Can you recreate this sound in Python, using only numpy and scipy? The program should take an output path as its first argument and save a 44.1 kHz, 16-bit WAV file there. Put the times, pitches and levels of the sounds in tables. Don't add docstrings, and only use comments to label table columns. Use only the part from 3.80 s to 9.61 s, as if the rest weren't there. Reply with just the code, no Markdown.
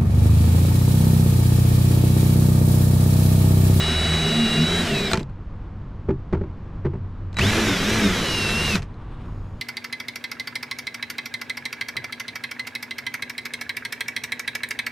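import sys
import numpy as np
from scipy import signal
from scipy.fft import rfft, irfft, next_fast_len
from scipy.io import wavfile
from scipy.ndimage import uniform_filter1d, map_coordinates

SR = 44100
rng = np.random.default_rng(int(sys.argv[2]) if len(sys.argv) > 2 else 0)


def wav_out(sig):
    wavfile.write(sys.argv[1], SR, np.round(np.clip(np.atleast_2d(sig).T, -1, 1) * 32767).astype(np.int16))


N = 256220

# (time [s], shaft speed [turns/s])
MOTOR_1 = [(0.0, 239.2), (0.26, 244.5), (0.39, 243.5), (0.56, 238.2), (0.8, 235.2), (0.948, 265.2),
           (1.01, 268.0), (1.056, 254.7), (1.136, 224.0), (1.212, 203.2), (1.256, 199.0), (1.285, 189.5),
           (1.312, 185.5)]
MOTOR_2 = [(3.595, 152.0), (3.612, 208.0), (3.632, 258.0), (3.67, 313.0), (3.72, 339.5), (3.79, 348.0),
           (3.822, 339.0), (3.988, 270.9), (4.022, 268.0), (4.048, 295.0), (4.1, 331.0), (4.164, 342.0),
           (4.32, 285.0), (4.45, 246.5), (4.652, 225.8), (4.708, 223.1), (4.854, 235.8), (4.888, 231.5),
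           (4.955, 208.1)]
SPIN_UP_S, COAST_S = 0.03, 0.08
WORKING_SPEED = 240
# (multiple of shaft rate [1], half trigger [dB], racing [dB], labouring [dB])
WHINE_LINES = [(15, -47, -53, -51), (17, -50, -42.5, -42), (18, -58, -54, -55), (19, -48, -48, -45),
               (20, -54, -52, -49), (21, -53, -51, -57), (22, -48, -48, -41), (23, -56, -53, -46),
               (24, -56, -56, -58), (25, -56, -53, -49), (26, -50, -62, -51), (27, -59, -58, -53),
               (28, -54, -59, -50), (29, -60, -54, -62), (31, -54, -62, -59), (32, -56, -64, -58),
               (33, -53, -58, -50), (36, -52, -61, -51), (38, -62, -66, -62), (40, -54, -66, -53),
               (41, -63, -66, -53), (43, -69, -70, -56), (45, -65, -73, -60), (46, -72, -76, -53),
               (48, -73, -76, -62)]
MESH = 12
# (time [s], level [dB])
MESH_LEVEL_1 = [(0.8, -2), (1.0, -2.5), (1.12, -4), (1.3, -5)]
# (frequency [Hz], level [dB])
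HOUSING = [(900, -58), (1900, -27.5), (2300, -38), (2550, -27.5), (2750, -27.5), (3000, -35.5), (3300, -37),
           (3650, -34.5), (4200, -40.5)]
# (frequency [Hz], level [dB])
HOUSING_RINGS = [(4700, 0), (5180, -1), (5290, 4), (5400, -2), (5800, 0), (6150, -2), (6380, 2), (6600, -2),
                 (6880, 3), (7200, -1), (8000, 1), (9800, 2), (12000, 0)]
STRAIN_DB, FULL_STRAIN = 5, 3000
# (multiple of shaft rate [1], working [dB], racing [dB])
GROWL_PARTIALS = [(5, 1, -2), (6, -6, -5), (7, -7, -2), (8, -4, -6), (9, -4, -8), (10, -6, -7),
                  (11, -5, -6), (13, -10, -13), (14, -11, -12)]
# (frequency [Hz], level [dB])
GEARBOX = [(1150, -15), (1400, -1), (1900, 0), (2250, 1), (2700, -5), (3800, -4)]
# (frequency [Hz], density [dB per Hz])
GRIND_COLOUR_1 = [(350, -10), (500, -2), (700, 7.5), (950, 0), (1400, 5), (2200, 3), (3000, 1), (3700, 2),
                  (4400, -5), (5100, -8), (7000, -15), (8000, -12), (9200, -21.5), (15000, -22)]
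GRIND_COLOUR_2 = [(350, 4), (500, 2.5), (700, -2.5), (1000, -1), (1500, 1), (2300, -1), (3000, -1.5),
                  (3700, -3), (4400, -9), (5500, -8.5), (7700, -17.5), (9000, -21.5), (12000, -20),
                  (15000, -31)]
# (time [s], length [s], panel level change [dB], rasp level change [dB])
CATCHES = [(0.545, 0.26, 2, 1), (0.79, 0.14, 5.5, 1), (0.94, 0.24, 3, 0), (1.187, 0.23, 4, 4),
           (1.323, 0.027, -6, 12), (3.63, 0.081, 14, 2), (4.263, 0.04, 11, 1), (4.922, 0.11, 6.5, 3)]
# (frequency [Hz], width [Hz], relative level [dB])
PANEL_MODES = [(95, 42, -13.5), (155.5, 44, -5), (211.6, 38, 1), (301, 84, -6.5), (394, 56, -1.5),
               (681, 34, -9.5)]
# (multiple of shaft rate [1], relative level [dB])
FLUTE_PUSHES = [(0.655, 3), (1.31, -12)]
FLUTE_TURNS, ROCK_TURNS = 0.655, 0.96
# (time [s], flutes [dB], rocking [dB])
GRIP_1 = [(0.05, -3, -5), (0.24, -6, -4), (0.36, 2, -5), (0.6, 1, 3), (0.68, -8, 2), (0.8, 1, 0),
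          (0.9, -1, -10), (1.04, -3, -8), (1.14, -2, -3), (1.3, -12, -11)]
GRIP_2 = [(3.62, -11, -13), (3.8, 0, 1), (3.95, -4.5, -2.5), (4.2, 1.5, -3), (4.4, -0.5, 0),
          (4.52, -10, -9), (4.65, 2, -9), (4.85, 2, -6.5), (4.95, -15, 7.5)]
# (start [s], end [s], level [dB])
SWAYS = [(0, 0.36, -26.5), (0.9, 0.96, -31), (3.63, 3.67, -23), (3.92, 4.25, -31), (4.8, 4.88, -33)]
SWAY_RISE_S, SWAY_FALL_S = 0.18, 0.14
# (start [s], end [s], level [dB])
THROTTLING = [(0, 1.015, -27.5), (1.15, 1.275, -30.5), (3.582, 3.585, -31), (3.99, 4.04, -36.5),
              (4.37, 4.73, -36), (4.82, 4.89, -36)]
SWITCH_HZ = 3906
SWITCH_RISE_S, SWITCH_FALL_S = 0.024, 0.018
# (start [s], end [s], level [dB])
GROANS = [(0.46, 0.53, -35), (0.92, 0.97, -34), (1.11, 1.24, -32), (4.06, 4.11, -33)]
GROAN_HZ, GROAN_RISE_S, GROAN_FALL_S = 401.6, 0.056, 0.022
# (start [s], end [s], level [dB])
FREE_RUN = [(1.255, 1.31, 0.5)]
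FREE_RISE_S, FREE_FALL_S = 0.026, 0.042
# (multiple of shaft rate [1], relative level [dB])
FREE_LINES = [(12, -43), (19, -42), (27, -45)]
# (time [s], level [dB], panel thud [dB], steel click [dB], body knock [dB])
CLACKS = [(1.315, -19.5, 1, 1, 4.5), (1.3327, -10.5, -7.5, 5.5, 6.5), (1.336, -20, 11, -15, 4),
          (1.343, -25, 6, 9, -5), (1.355, -27, 6, 5.5, 2), (1.3731, -17.5, 3.5, -2, -1),
          (1.394, -28, -2, 1, 3), (1.399, -34, 5, 6, -9), (1.407, -41, 20, 0, -9), (1.43, -45, 1, 17, -11),
          (1.495, -46, -5, -14, 7), (3.529, -37.5, 0, 1, -10), (3.543, -33, -3, -6, -6),
          (3.5686, -15.5, -21, -10, -15), (3.587, -11.5, -11, -15, -7), (3.592, -14.5, -9, -1, -8),
          (3.595, -20, 6.5, -14, -11), (4.955, -9.5, -14, -2, -19), (4.961, -30, -19, -4, -25),
          (4.978, -25.5, 1, -12, -6), (4.992, -32, -6, -12, 0), (5.021, -27.5, -12, -12, -9),
          (5.028, -35, -12, 1, -12), (5.142, -46, -10, -3, -8)]
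# (frequency [Hz], density [dB per Hz])
CLACK_COLOUR = [(180, 1), (350, -33), (520, -5.5), (680, -21), (850, -3), (1300, -6), (1900, -3.5),
                (3000, -9.5), (4200, -17), (5500, -16), (8000, -23), (10000, -30), (15000, -39)]
# (frequency [Hz], density [dB per Hz])
STEEL_COLOUR = [(1500, -42), (3200, -11), (4100, 7.5), (5300, -9), (6500, -10), (8000, -6.5), (9500, -40),
                (15000, -29)]
# (frequency [Hz], relative level [dB], time to fall 60 dB [s])
BODY_MODES = [(690, 1.5, 0.082), (846, -7, 0.14), (1021, -8.5, 0.12), (1368, 0, 0.064), (1560, 1, 0.042),
              (2480, -8, 0.07), (3200, -12, 0.097), (4080, -9, 0.029), (4150, -12, 0.043)]
# (frequency [Hz], level [dB])
PINNED = [(230, 0), (320, -4), (390, -9), (500, 0), (900, 3)]
# (frequency [Hz], relative level [dB], time to fall 60 dB [s])
THUD_MODES = [(80.5, 3, 0.17), (136.6, -1, 0.34), (182.3, 1, 0.16), (242, -5, 0.16), (319.2, -5.5, 0.2),
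              (386.3, 2.5, 0.12), (480, -10, 0.12), (590, -12.5, 0.077), (877, -16, 0.088),
              (1230, -22, 0.042), (1370, -27, 0.052), (1700, -21, 0.027)]
# (time [s], relative thud [dB], tick [dB])
BUMPS = [(2.286, -13, -27), (2.2902, -15, -36), (2.304, -17.5, -28.5), (2.526, -12.5, -19.5),
         (2.5315, -14, -35), (2.546, -22.5, -28), (2.57, -23, -37), (2.611, -18.5, -34), (2.635, -25, -37),
         (3.048, -17.5, -27.5), (3.0533, -15.5, -31.5), (3.062, -18.5, -32.5), (3.134, -22, -34.5),
         (3.151, -26, -39)]
# (frequency [Hz], density [dB per Hz])
TICK_COLOUR = [(200, 16.5), (900, 16), (2200, 4), (3200, -8), (6000, -19), (9000, -33.5), (15000, -48)]
# (frequency [Hz], density [dB per Hz])
HARBOUR_COLOUR = [(12, -8), (26, -3.5), (40, -2), (60, -7.5), (100, -8), (150, -12), (250, -18.5),
                  (450, -27.5), (650, -32.5), (1050, -31), (2000, -43.5), (4200, -55.5), (7500, -68.5),
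                  (9500, -78.5), (15000, -101.5)]
# (time [s], relative level [dB])
HUM_LEVEL = [(0, -34), (1.5, -42), (2.0, -38.5), (3.4, -31), (5.0, -37.5), (5.8, -40.5)]
# (time [s], rub [dB], swish [dB])
SLEEVE_LEVEL = [(5.0, -60, -70), (5.17, -50, -64), (5.27, -48.5, -62.5), (5.41, -49, -56.5),
                (5.5, -51, -67), (5.81, -57, -67)]
# (frequency [Hz], density [dB per Hz])
RUB_COLOUR = [(300, 7.5), (700, 0), (1130, 8.5), (1700, -6), (3000, -23), (5500, -34), (14000, -48)]
# (frequency [Hz], density [dB per Hz])
SWISH_COLOUR = [(900, -18), (1600, 1), (2500, 2), (3900, -2), (5000, -15), (7000, -20), (9000, -20),
                (14000, -36)]
# (time [s], level [dB])
HISS_LEVEL = [(5.38, -84), (5.46, -71), (5.6, -71), (5.81, -73)]
# (frequency [Hz], density [dB per Hz])
HISS_COLOUR = [(3500, -20), (5000, -2), (6300, -15), (6700, 0), (7150, -12), (8500, -14), (13000, -18)]
# (frequency [Hz], correlation [1])
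NEAR_ALIKE = [(170, 1), (300, 0.98), (550, 0.99), (1200, 0.97), (2500, 0.92), (5000, 0.71), (9000, 0.82),
              (13000, 0.062)]
# (frequency [Hz], correlation [1])
FAR_ALIKE = [(25, 0.9994), (180, 0.9997), (550, 0.99), (1650, 0.97), (4970, 0.95), (15000, 0.63)]
TOP_HZ = 15200


def amp(db):
    return 10 ** (np.asarray(db) / 20)


def unit(x):
    return x / np.sqrt(np.mean(x ** 2) + 1e-20)


def along(points, hz):
    f, v = np.transpose(points)
    return np.interp(np.log(hz + 1), np.log(f + 1), v)


def curves(rows):
    s, *cols = np.transpose(rows)
    return [np.interp(np.arange(N) / SR, s, c) for c in cols]


def gate(rows, rise=0.0068, fall=0.13):
    start, end = rows[0][0], rows[-1][0]
    return np.interp(np.arange(N) / SR, [start - rise, start, end, end + fall], [0, 1, 1, 0])


def bouts(rows, rise, fall):
    return sum(amp(db) * gate([(start,), (end,)], rise, fall) for start, end, db in rows)


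def wobble(rate):
    knots = rng.standard_normal(int(N * rate / SR) + 4)
    coarse = np.arange(0, N + 32, 32)
    return np.interp(np.arange(N), coarse, map_coordinates(knots, [coarse * rate / SR]))


def filtered(x, response):
    m = next_fast_len(N + SR // 2)
    return irfft(rfft(x, m) * response(np.fft.rfftfreq(m, 1 / SR)), m)[..., :N]


def rush(spectrum, drive=1, alike=NEAR_ALIKE):
    def mid_side(hz):
        turn = np.arccos(np.clip(along(alike, hz), -1, 1)) / 2
        return amp(along(spectrum, hz)) * [np.cos(turn), np.sin(turn)]
    mid, side = filtered(rng.standard_normal((2, N)) * drive, mid_side)
    return unit(np.array([mid + side, mid - side]))


def add(track, s, sound):
    part = track[..., round(s * SR):][..., :sound.shape[-1]]
    part += sound[..., :part.shape[-1]]


def harbour(air_db=-34, hum_db=-1):
    hum_colour = [(60, -36), (86, 9.5), (96, 15.0), (106, 4.0), (150, -67.0), (300, -120)]
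    hum = rush(hum_colour, alike=FAR_ALIKE)
    air = rush(HARBOUR_COLOUR, alike=FAR_ALIKE)
    return amp(air_db + 0.56 * wobble(5.1)) * air + amp(curves(HUM_LEVEL)[0] + hum_db) * hum


def spin(motor):
    speed = curves([(motor[0][0] - SPIN_UP_S, 0), *motor, (motor[-1][0] + COAST_S, 0)])[0]
    return np.maximum(uniform_filter1d(speed, size=700), 1)


def racing(motor):
    return np.interp(spin(motor), [240, 280], [0, 1])


def effort(motor, db_per_octave):
    return db_per_octave * np.log2(spin(motor) / WORKING_SPEED)


def shaft(motor, jitter):
    speed = spin(motor)
    tremble = jitter * (speed / WORKING_SPEED) ** 2 * wobble(90)
    return 2 * np.pi * np.cumsum(speed * (1 + tremble)) / SR


def line(angle, multiple, db, flutter_db, spread, smear=0):
    start, lead = rng.uniform(0, 2 * np.pi), rng.normal() * spread * multiple
    fading_db = 1.5 * wobble(7) * (multiple != MESH)
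    phase = multiple * angle + start + smear * wobble(220)
    level = amp(db + fading_db + flutter_db * wobble(60))
    return np.sqrt(2) * level * np.sin(phase + np.array([[lead], [-lead]]))


def whine(motor, angle, line_dbs, mesh_db, upper_db, mesh_flutter_db, flutter_db):
    speed = spin(motor)
    acceleration = uniform_filter1d(np.gradient(speed) * SR, size=5000)
    unsettled = np.clip(np.abs(acceleration) / 200, 0, 1)
    smear = .2 + .45 * racing(motor)
    comb = 0
    for (multiple, *_), db in zip(WHINE_LINES, line_dbs):
        ring_db = along(HOUSING_RINGS, multiple * speed)
        loss_db = 4 * (multiple > 30) * unsettled
        comb = comb + line(angle, multiple, db + ring_db - loss_db, flutter_db, spread=0.0046, smear=smear)
    strain_db = STRAIN_DB * np.clip(acceleration / FULL_STRAIN, 0, 1)
    housing_db = along(HOUSING, MESH * speed)
    mesh = line(angle, MESH, housing_db + mesh_db + strain_db, mesh_flutter_db, spread=0.0037)
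    driven = gate(motor, rise=.004, fall=.02)
    return driven * (mesh + amp(upper_db) * np.clip(speed / 200, 0, 1) ** 3 * comb)


def growl(motor, angle, growl_db, db_per_octave, unrest, wander):
    speed, fast = spin(motor), racing(motor)
    partials = 0
    for multiple, db, fast_db in GROWL_PARTIALS:
        level_db = db + fast * (fast_db - db) + along(GEARBOX, multiple * speed) + 3 * wobble(90)
        partials = partials + amp(level_db) * np.sin(multiple * angle + wander * wobble(unrest))
    return np.sqrt(2) * gate(motor) * amp(growl_db + effort(motor, db_per_octave)) * partials


def panel(hz):
    return sum((-1) ** k * amp(db) * 1j * hz * width / (centre ** 2 - hz * hz + 1j * hz * width)
               for k, (centre, width, db) in enumerate(PANEL_MODES))


def catches():
    t = np.arange(N) / SR
    return sum(np.outer([panel_db, rasp_db], np.exp(-(2 * (t - s) / length) ** 2))
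               for s, length, panel_db, rasp_db in CATCHES)


def shudder(motor, angle, grip, tone_db, rough_db, db_per_octave):
    def tone(multiple, db, unrest):
        level = amp(db + unrest * (2.4 * wobble(24) - .7))
        return level * np.sin(multiple * angle + .28 * unrest * wobble(30))
    flute_db, rock_db = curves(grip)
    push = sum(tone(multiple, db + flute_db, unrest=1) for multiple, db in FLUTE_PUSHES)
    push = push + tone(ROCK_TURNS, rock_db, unrest=2.16)
    level = amp(effort(motor, db_per_octave)) * gate(motor)
    catch_db = catches()[0]
    tones = filtered(push * level * amp(catch_db), lambda hz: 0.53 + np.abs(panel(hz)))
    chips = rng.standard_normal(N) * amp(1.3 * wobble(120))
    knocks = amp(catch_db / 2) * unit(filtered(chips, panel))
    sway_level = np.sqrt(2) * bouts(SWAYS, SWAY_RISE_S, SWAY_FALL_S) * gate(motor)
    sway = sway_level * tone(FLUTE_TURNS / 2, 0, unrest=0.42)
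    return sway + amp(tone_db) * tones + amp(rough_db) * level * knocks


def rattle(angle, scatter=1.2, spread_db=4):
    turns = np.floor((angle + scatter * wobble(150)) / (2 * np.pi))
    knocks = np.diff(turns, prepend=turns[0]) != 0
    return knocks * amp(spread_db * np.clip(rng.standard_normal(N), -2, 1))


def cut(motor, colour, angle, grind_db, rasp_db, db_per_octave, bite, chips_db, rattle_db, rattle_t60=0.0091):
    pulses = 1 + bite * np.cos(angle * FLUTE_TURNS + wobble(30))
    drive = pulses * amp(chips_db * wobble(500) + 0.45 * wobble(70))
    bursts = signal.lfilter([1], [1, -amp(-60 / (rattle_t60 * SR))], rattle(angle))
    noise = rush(colour, drive)
    muffle = lambda hz: 1 / (1 + (hz / 4000) ** 6)
    low = filtered(noise, muffle)
    rattling = filtered(rush(colour, bursts * drive), muffle)
    body = unit(unit(low) + amp(rattle_db) * unit(rattling))
    rasp = unit(noise - low)
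    level = gate(motor, rise=0.029, fall=0.046) * amp(effort(motor, db_per_octave))
    return level * (amp(grind_db) * body + amp(rasp_db + catches()[1]) * rasp)


def run_down(angle):
    lines = sum(line(angle, multiple, db, flutter_db=0.5, spread=0.008) for multiple, db in FREE_LINES)
    return bouts(FREE_RUN, FREE_RISE_S, FREE_FALL_S) * lines


def first_hole():
    angle = shaft(MOTOR_1, jitter=.0004)
    motor = whine(MOTOR_1, angle, [row[1] for row in WHINE_LINES], mesh_db=curves(MESH_LEVEL_1)[0],
                  upper_db=.8, mesh_flutter_db=1.1, flutter_db=1.8)
    gears = growl(MOTOR_1, angle, growl_db=-40, db_per_octave=4, unrest=170, wander=1.3)
    shaking = shudder(MOTOR_1, angle, GRIP_1, tone_db=-28.8, rough_db=-30.5, db_per_octave=-1)
    cutting = cut(MOTOR_1, GRIND_COLOUR_1, angle, grind_db=-31.0, rasp_db=-39, db_per_octave=9.5,
                  bite=0.043, chips_db=0.75, rattle_db=-11)
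    return motor + gears + shaking + run_down(angle) + cutting


def switching(octave_db=-25):
    phase = 2 * np.pi * SWITCH_HZ * np.arange(N) / SR + 0.5 * wobble(83)
    lead = np.array([[.25], [-.25]])
    note = np.sin(phase + lead) + amp(octave_db + 1.3 * wobble(57)) * np.sin(2 * phase + lead)
    flutter_db = .9 * wobble(90)
    return np.sqrt(2) * bouts(THROTTLING, SWITCH_RISE_S, SWITCH_FALL_S) * amp(flutter_db) * note


def groan():
    phase = 2 * np.pi * GROAN_HZ * np.arange(N) / SR + .3 * wobble(25)
    return np.sqrt(2) * bouts(GROANS, GROAN_RISE_S, GROAN_FALL_S) * np.sin(phase)


def struck(modes, t, attack=0.00031):
    detune = 1 + rng.normal(0, .03, len(modes))
    ring = 0
    for k, (hz, db, t60) in enumerate(modes):
        decay = amp(db + rng.normal(0, 3.2) - 60 * t / t60)
        ring = ring + (-1) ** k * decay * np.sin(2 * np.pi * hz * detune[k] * t)
    return ring * (1 - np.exp(-t / attack))


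def clacks(crack_db=-3, crack_t60=0.0096, rattle_db=-16, rattle_t60=0.1, thud_db=-11,
           click_db=-3, click_t60=0.01, knock_db=-15, rise=0.00057):
    ring, crack, click, t = np.zeros(N), np.zeros(N), np.zeros(N), np.arange(SR // 2) / SR
    contact = 1 - np.exp(-t / rise)
    crack_decay = amp(crack_db - 60 * t / crack_t60) + amp(rattle_db - 60 * t / rattle_t60)
    pinned = [(hz, db + along(PINNED, hz), t60) for hz, db, t60 in THUD_MODES]
    for s, db, low_db, steel_db, body_db in CLACKS:
        add(crack, s, amp(db) * contact * crack_decay)
        add(click, s, amp(db + steel_db + click_db - 60 * t / click_t60) * contact)
        add(ring, s, amp(db + low_db + thud_db) * struck(pinned, t))
        add(ring, s, amp(db + body_db + knock_db) * struck(BODY_MODES, t))
    return ring + crack * rush(CLACK_COLOUR) + click * rush(STEEL_COLOUR)


def bumps(thud_db=-8, tick_t60=0.056, tick_rise=0.0025):
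    ring, tick, t = np.zeros(N), np.zeros(N), np.arange(SR // 2) / SR
    for s, db, scratch_db in BUMPS:
        add(ring, s, amp(db + thud_db) * struck(THUD_MODES, t))
        add(tick, s, amp(scratch_db - 60 * t / tick_t60) * (1 - np.exp(-t / tick_rise)))
    return ring + tick * rush(TICK_COLOUR)


def second_hole():
    angle = shaft(MOTOR_2, jitter=.001)
    fast = racing(MOTOR_2)
    line_dbs = (fast * fast_db + (1 - fast) * slow_db for _, _, fast_db, slow_db in WHINE_LINES)
    motor = whine(MOTOR_2, angle, line_dbs, mesh_db=0, upper_db=.2, mesh_flutter_db=1.6 + fast, flutter_db=2.6)
    gears = growl(MOTOR_2, angle, growl_db=-40.3, db_per_octave=14, unrest=80, wander=.75)
    shaking = shudder(MOTOR_2, angle, GRIP_2, tone_db=-33, rough_db=-33, db_per_octave=7)
    cutting = cut(MOTOR_2, GRIND_COLOUR_2, angle, grind_db=-29.0, rasp_db=-36.0, db_per_octave=4.5,
                  bite=0.032, chips_db=0.2 + 0.49 * fast, rattle_db=-5.5)
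    return motor + gears + shaking + cutting


def sleeve():
    rub_db, swish_db = curves(SLEEVE_LEVEL)
    folds_db = 1.4 * wobble(22)
    rub = amp(rub_db) * rush(RUB_COLOUR)
    swish = amp(swish_db + 1.5 * wobble(150)) * rush(SWISH_COLOUR)
    return gate(SLEEVE_LEVEL) * amp(folds_db) * (rub + swish)


def hiss():
    return amp(curves(HISS_LEVEL)[0]) * gate(HISS_LEVEL) * rush(HISS_COLOUR)


def scene():
    drill = first_hole() + switching() + groan() + clacks() + second_hole()
    lean = lambda hz: amp(np.outer([-1, 1], along([(500, 0), (1200, 0.22)], hz)))
    return harbour() + filtered(drill, lean) + bumps() + sleeve() + hiss()


def record(dry):
    return filtered(dry, lambda hz: 1 / (1 + (hz / TOP_HZ) ** 120))


dry = scene()
out = record(dry)
wav_out(out)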